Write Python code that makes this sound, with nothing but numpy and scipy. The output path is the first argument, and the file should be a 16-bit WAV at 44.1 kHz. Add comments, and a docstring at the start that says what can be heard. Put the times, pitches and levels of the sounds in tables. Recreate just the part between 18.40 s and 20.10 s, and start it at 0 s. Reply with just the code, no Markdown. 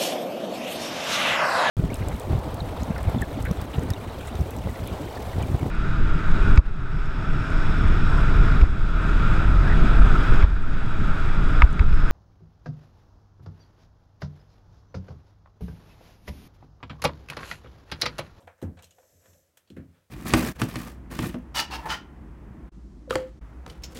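"""Hollow bumps, light ticks and a faint rustle: a small plastic keyboard lifted and tilted by hand.
A quiet bedroom, one microphone, near enough to catch the fingers. Hands bump the case and set the
room booming, keycaps tick and rattle under the fingers, and the case slides against skin and
sleeve as it turns."""
import sys
import numpy as np
from scipy import signal
from scipy.fft import rfft, irfft
from scipy.io import wavfile

SR = 44100
rng = np.random.default_rng(int(sys.argv[2]) if len(sys.argv) > 2 else 0)


def file_out(sig):
    """Save sig as 16-bit WAV at sys.argv[1]."""
    # one column per channel
    cols = np.atleast_2d(sig).T
    # limit, then scale
    lim = np.clip(cols, -1, 1)
    pcm = np.round(lim * 32767).astype(np.int16)
    wavfile.write(sys.argv[1], SR, pcm)


N = 74970
TIME = np.arange(N) / SR

# Keycaps and fingers ticking on plastic: (time [s], attack [s], decay time constant [s],
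# level in each of the five TICK_BANDS [dB], ring pitch [Hz], ring level [dB])
KEY_TICKS = [(0.003, 0.0046, 0.039, -59, -83, -78, -75, -76, 548, -46.5),
             (0.025, 0.00052, 0.001, -46.5, -91, -60, -80, -88, 3840, -74),
             (0.073, 0.000067, 0.0011, -51.5, -51, -60, -60, -66, 490, -66),
             (0.0762, 0.0009, 0.0015, -30.5, -35.5, -49.5, -79, -60.5, 740, -56),
             (0.178, 0.017, 0.021, -60, -63, -85, -73, -83, 1410, -79),
             (0.2154, 0.00093, 0.0083, -44.5, -58, -56, -62.5, -58.5, 3946, -56.5),
             (0.2259, 0.00014, 0.0013, -42.5, -49, -52, -49.5, -48.5, 5700, -63),
             (0.229, 0.00077, 0.006, -43, -50, -60.5, -75, -73, 1470, -63),
             (0.369, .005, 0.014, -52, -57.5, -59, -69.5, -93, 1450, -68),
             (0.3888, 0.0014, 0.007, -49, -53.5, -56.5, -62.5, -81, 2305, -51),
             (0.4233, 0.00023, 0.002, -71, -62, -54.5, -51.5, -52, 7000, -69),
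             (0.430, 0.004, 0.0051, -47.5, -53, -48.5, -54, -57, 3195, -50.5),
             (0.442, .001, 0.0039, -72, -76, -51, -51, -53, 4170, -53),
             (0.469, 0.0004, 0.0065, -73, -82, -65, -71, -73, 3050, -66),
             (0.5078, 0.00029, 0.0045, -66, -73, -57, -60, -64, 6750, -55),
             (0.522, 0.0013, 0.001, -85, -60, -54, -77, -78, 2900, -61),
             (0.583, 0.00054, 0.0079, -54.5, -64.5, -69.5, -85, -80, 744, -56.5),
             (0.628, 0.0019, 0.0033, -52, -61, -79, -83, -83, 964, -75),
             (0.855, 0.0021, 0.006, -55, -57.5, -63.5, -65, -79, 1710, -69),
             (0.931, .002, 0.0045, -59, -64, -62, -63, -74, 3600, -75),
             (1.1714, 0.0017, 0.0035, -56, -55.5, -51, -52.5, -48.5, 3350, -60),
             (1.2738, 0.0005, 0.011, -73.5, -89, -70, -78, -88, 4480, -66.5),
             (1.3015, 0.00018, 0.0028, -77, -60, -53.5, -62, -64, 4150, -59),
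             (1.365, 0.00042, 0.021, -62.5, -54.5, -65.5, -74.5, -71.5, 1696, -59.5),
             (1.543, 0.0081, 0.064, -72.5, -75, -76, -91, -83, 3400, -64)]
# Frequency bands of a tick: (low edge [Hz], high edge [Hz])
TICK_BANDS = [(450, 1066), (1150, 2425), (2400, 4120), (5150, 9000), (9200, 14500)]


def from_db(db):
    """Decibels to gain."""
    return 10 ** (np.asarray(db) / 20)


def level(curve):
    """Gain over time from (time [s], level [dB]) points."""
    return from_db(np.interp(TIME, *np.transpose(curve)))


def coloured(x, spectrum):
    """Shape a steady signal by (frequency [Hz], relative level [dB]) points; rms 1."""
    hz, db = np.transpose(spectrum)
    bins_hz = np.maximum(np.arange(N // 2 + 1) * SR / N, 1)
    gain = from_db(np.interp(np.log(bins_hz), np.log(hz), db))
    shaped = irfft(rfft(x) * gain, N)
    return shaped / np.sqrt(np.mean(shaped ** 2) + 1e-20)


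def noise(spectrum):
    """Coloured noise; rms 1."""
    return coloured(rng.standard_normal(N), spectrum)


def since(start):
    """Seconds since a start, zero before it."""
    return np.maximum(TIME - start, 0)


def swell_and_die(t, swell, t60):
    """Envelope that builds up, then decays by 60 dB in t60 seconds."""
    return (1 - np.exp(-t / swell)) * np.exp(-np.log(1000) * t / t60)


def room_tone():
    """The bedroom's faint, steady background, mostly low rumble."""
    # Background spectrum: (frequency [Hz], relative level [dB])
    colour = [(20, -6), (45, 6), (85, 17.5), (140, 0.5), (300, 0.5), (560, 3), (900, -8), (1600, -8),
              (3000, -11), (6000, -11.5), (12000, -13.5), (16000, -14.5)]
    return from_db(-73) * noise(colour)


def case_slide():
    """The turning case rubs on skin and sleeve with a smooth hiss."""
    # Rise and fall of the slide: (time [s], level [dB])
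    loudness = [(0, -84), (0.40, -81), (0.50, -71.5), (0.60, -66.5), (0.70, -65.5), (0.80, -66.5),
                (0.90, -62.5), (1.0, -67), (1.07, -74), (1.14, -86.5), (1.7, -100)]
    # Friction spectrum: (frequency [Hz], relative level [dB])
    colour = [(200, -2.5), (420, 5.5), (550, 14), (700, 4), (950, -12), (1500, -17), (1750, -0.5),
              (2100, -12), (4800, -12), (5400, -2.5), (5700, 0), (5980, -8.5), (6230, 6), (6550, -9),
              (6930, 2.5), (7350, -3), (7800, 0.5), (9300, -16.5), (10800, -8), (11800, 3), (12700, -16),
              (14000, -7), (16000, -18)]
    return level(loudness) * noise(colour)


def finger_grip():
    """Fingers shifting their grip make a dense run of tiny friction grains."""
    # Shifts of grip: (time [s], level [dB])
    loudness = [(0, -69), (0.05, -70), (0.16, -109), (0.2, -73.5), (0.3, -82), (0.78, -86), (0.84, -68),
                (0.92, -73.5), (0.97, -86), (1.5, -74), (1.58, -72), (1.7, -90)]
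    # Grain spectrum: (frequency [Hz], relative level [dB])
    colour = [(30, -15), (100, 12.5), (500, 4), (1700, 2.5), (3500, -6), (6000, -15.5), (15000, -47)]
    grains_per_s, spread_db = 4000, 2
    grains = (rng.random(N) < grains_per_s / SR) * rng.choice([-1, 1], N)
    strength = from_db(spread_db * np.minimum(rng.exponential(1, N), 4))
    return level(loudness) * coloured(grains * strength, colour)


def plastic(x):
    """Case and keycaps colour a sound with their resonances."""
    # Peaks and dips of the plastic: (frequency [Hz], width [Hz], gain [dB])
    resonances = [(514, 42, 12), (680, 46, 6.5), (1457, 340, 5.5), (1700, 134, 5.5), (2960, 1200, 1),
                  (3700, 130, -6), (7300, 1630, -0.5), (14100, 1400, 1.5)]
    for hz, width, gain_db in resonances:
        b, a = signal.iirpeak(hz, hz / width, fs=SR)
        x = x + (from_db(gain_db) - 1) * signal.lfilter(b, a, x)
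    return x


def keycap_ticks():
    """Each tick reaches the microphone as a brief chatter of plastic, followed by the room's tail."""
    # Room tail against the direct tick, by band: (energy [dB])
    room_db = [-1, 0, -3.5, 2, -5]
    # Room decay, by band: (t60 [s])
    room_t60 = [0.22, 0.24, 0.21, 0.11, 0.22]
    out = np.zeros(N)
    for k, band in enumerate(TICK_BANDS):
        power = np.zeros(N)
        for start, attack, decay, *band_db, _, _ in KEY_TICKS:
            t = since(start)
            direct = swell_and_die(t, attack, decay * np.log(1000)) ** 2
            tail = swell_and_die(t, swell=0.0013, t60=room_t60[k]) ** 2
            tail *= from_db(room_db[k]) ** 2 * direct.sum() / tail.sum()
            power += from_db(band_db[k]) ** 2 * (direct + tail)
        bandpass = signal.butter(3, band, "band", fs=SR, output="sos")
        chatter = rng.choice([-1., 1.], N)
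        steady_rms = np.std(plastic(signal.sosfilt(bandpass, chatter)))
        out += plastic(signal.sosfilt(bandpass, chatter * np.sqrt(power) + 1e-18)) / steady_rms
    return out


def keycap_pings():
    """The part that each tick touches snaps for a few cycles, then rings briefly at its own pitch."""
    snap_lift_db, snap_cycles = 1, 1.74
    centres_hz = np.mean(TICK_BANDS, axis=1)
    out = np.zeros(N)
    for start, attack, _, *band_db, hz, ring_db in KEY_TICKS:
        t = since(start)
        snap_db = np.interp(hz, centres_hz, band_db) + snap_lift_db
        snap = from_db(snap_db) * swell_and_die(t, attack, t60=np.log(1000) * snap_cycles / hz)
        ring = from_db(ring_db) * swell_and_die(t, attack, t60=0.056)
        out += np.sin(2 * np.pi * hz * t) * (snap + ring)
    return out


def case_bumps():
    """Each bump rings the low modes of case and room; a softer contact loses the upper ones."""
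    # Hands on the case: (time [s], gain [dB], contact cut-off [Hz], gain of the two deepest modes [dB])
    contacts = [(0.028, -55.5, 307, 8.5), (0.2256, -28, 700, 1), (0.406, -54.5, 110, 3),
                (0.73, -63, 233, 9), (0.869, -59.5, 169.3, 8), (0.915, -57.5, 185, -9),
                (1.3033, -42, 400, -3.5), (1.3679, -35, 523, 0), (1.3954, -43.5, 490, -0.5),
                (1.454, -58.5, 106, 8)]
    # Case and room modes; the two deepest beat: (frequency [Hz], relative level [dB], t60 [s], swell [s])
    modes = [(83.18, -1, 0.35, 0.023), (92.4, -2.5, 0.34, 0.0088), (149.45, -10.5, 0.41, 0.0013),
             (174.2, -10, 0.44, 0.0065), (204.3, -6, 0.2, 0.00067), (225.9, -10.5, 0.3, 0.0036),
             (262.6, -7, 0.33, 0.0024), (289.5, -6, 0.25, 0.0011), (335.5, -9, 0.23, 0.00071),
             (416.4, -5, 0.068, 0.00038), (506, -6, 0.086, 0.00041)]
    # Diffuse body of a bump: (frequency [Hz], relative level [dB])
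    thud_colour = [(30, -19), (45, 11), (58, 1), (130, 2.5), (300, -6), (480, -9), (620, -13),
                   (1000, -18.5), (2000, -15), (5000, -77)]
    knock_hz, knock_db, knock_t60_s = 298.2, 2.5, 0.06  # the hollow case's own short note
    out = np.zeros(N)
    for start, db, contact_hz, deep_db in contacts:
        t = since(start)
        thud = from_db(-7.5) * noise(thud_colour) * swell_and_die(t, swell=0.0027, t60=0.41)
        knock = np.exp(-np.log(1000) * t / knock_t60_s) * np.sin(2 * np.pi * knock_hz * t)
        hit = thud + from_db(knock_db) * knock
        for k, (hz, mode_db, t60, swell) in enumerate(modes):
            gain = (-1) ** k * from_db(mode_db + deep_db * (k < 2) + rng.normal(0, 1))
            hit += gain * np.sin(2 * np.pi * hz * t) * swell_and_die(t, swell, t60)
        soft_contact = signal.butter(2, contact_hz, fs=SR, output="sos")
        out += from_db(db) * signal.sosfilt(soft_contact, hit + 1e-18)
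    return out


def scene():
    """The handled keyboard over the room tone, in mono."""
    keyboard = case_bumps() + keycap_ticks() + keycap_pings() + finger_grip() + case_slide()
    return (keyboard + room_tone())[None]


def record(dry):
    """The microphone drops the deepest rumble; the top is cut steeply."""
    low_cut_hz, high_cut_hz = 51, 16100
    low_cut = signal.butter(4, low_cut_hz, "high", fs=SR, output="sos")
    high_cut = signal.ellip(10, .3, 70, high_cut_hz, fs=SR, output="sos")
    return signal.sosfilt(high_cut, signal.sosfilt(low_cut, dry))


dry = scene()
out = record(dry)
file_out(out)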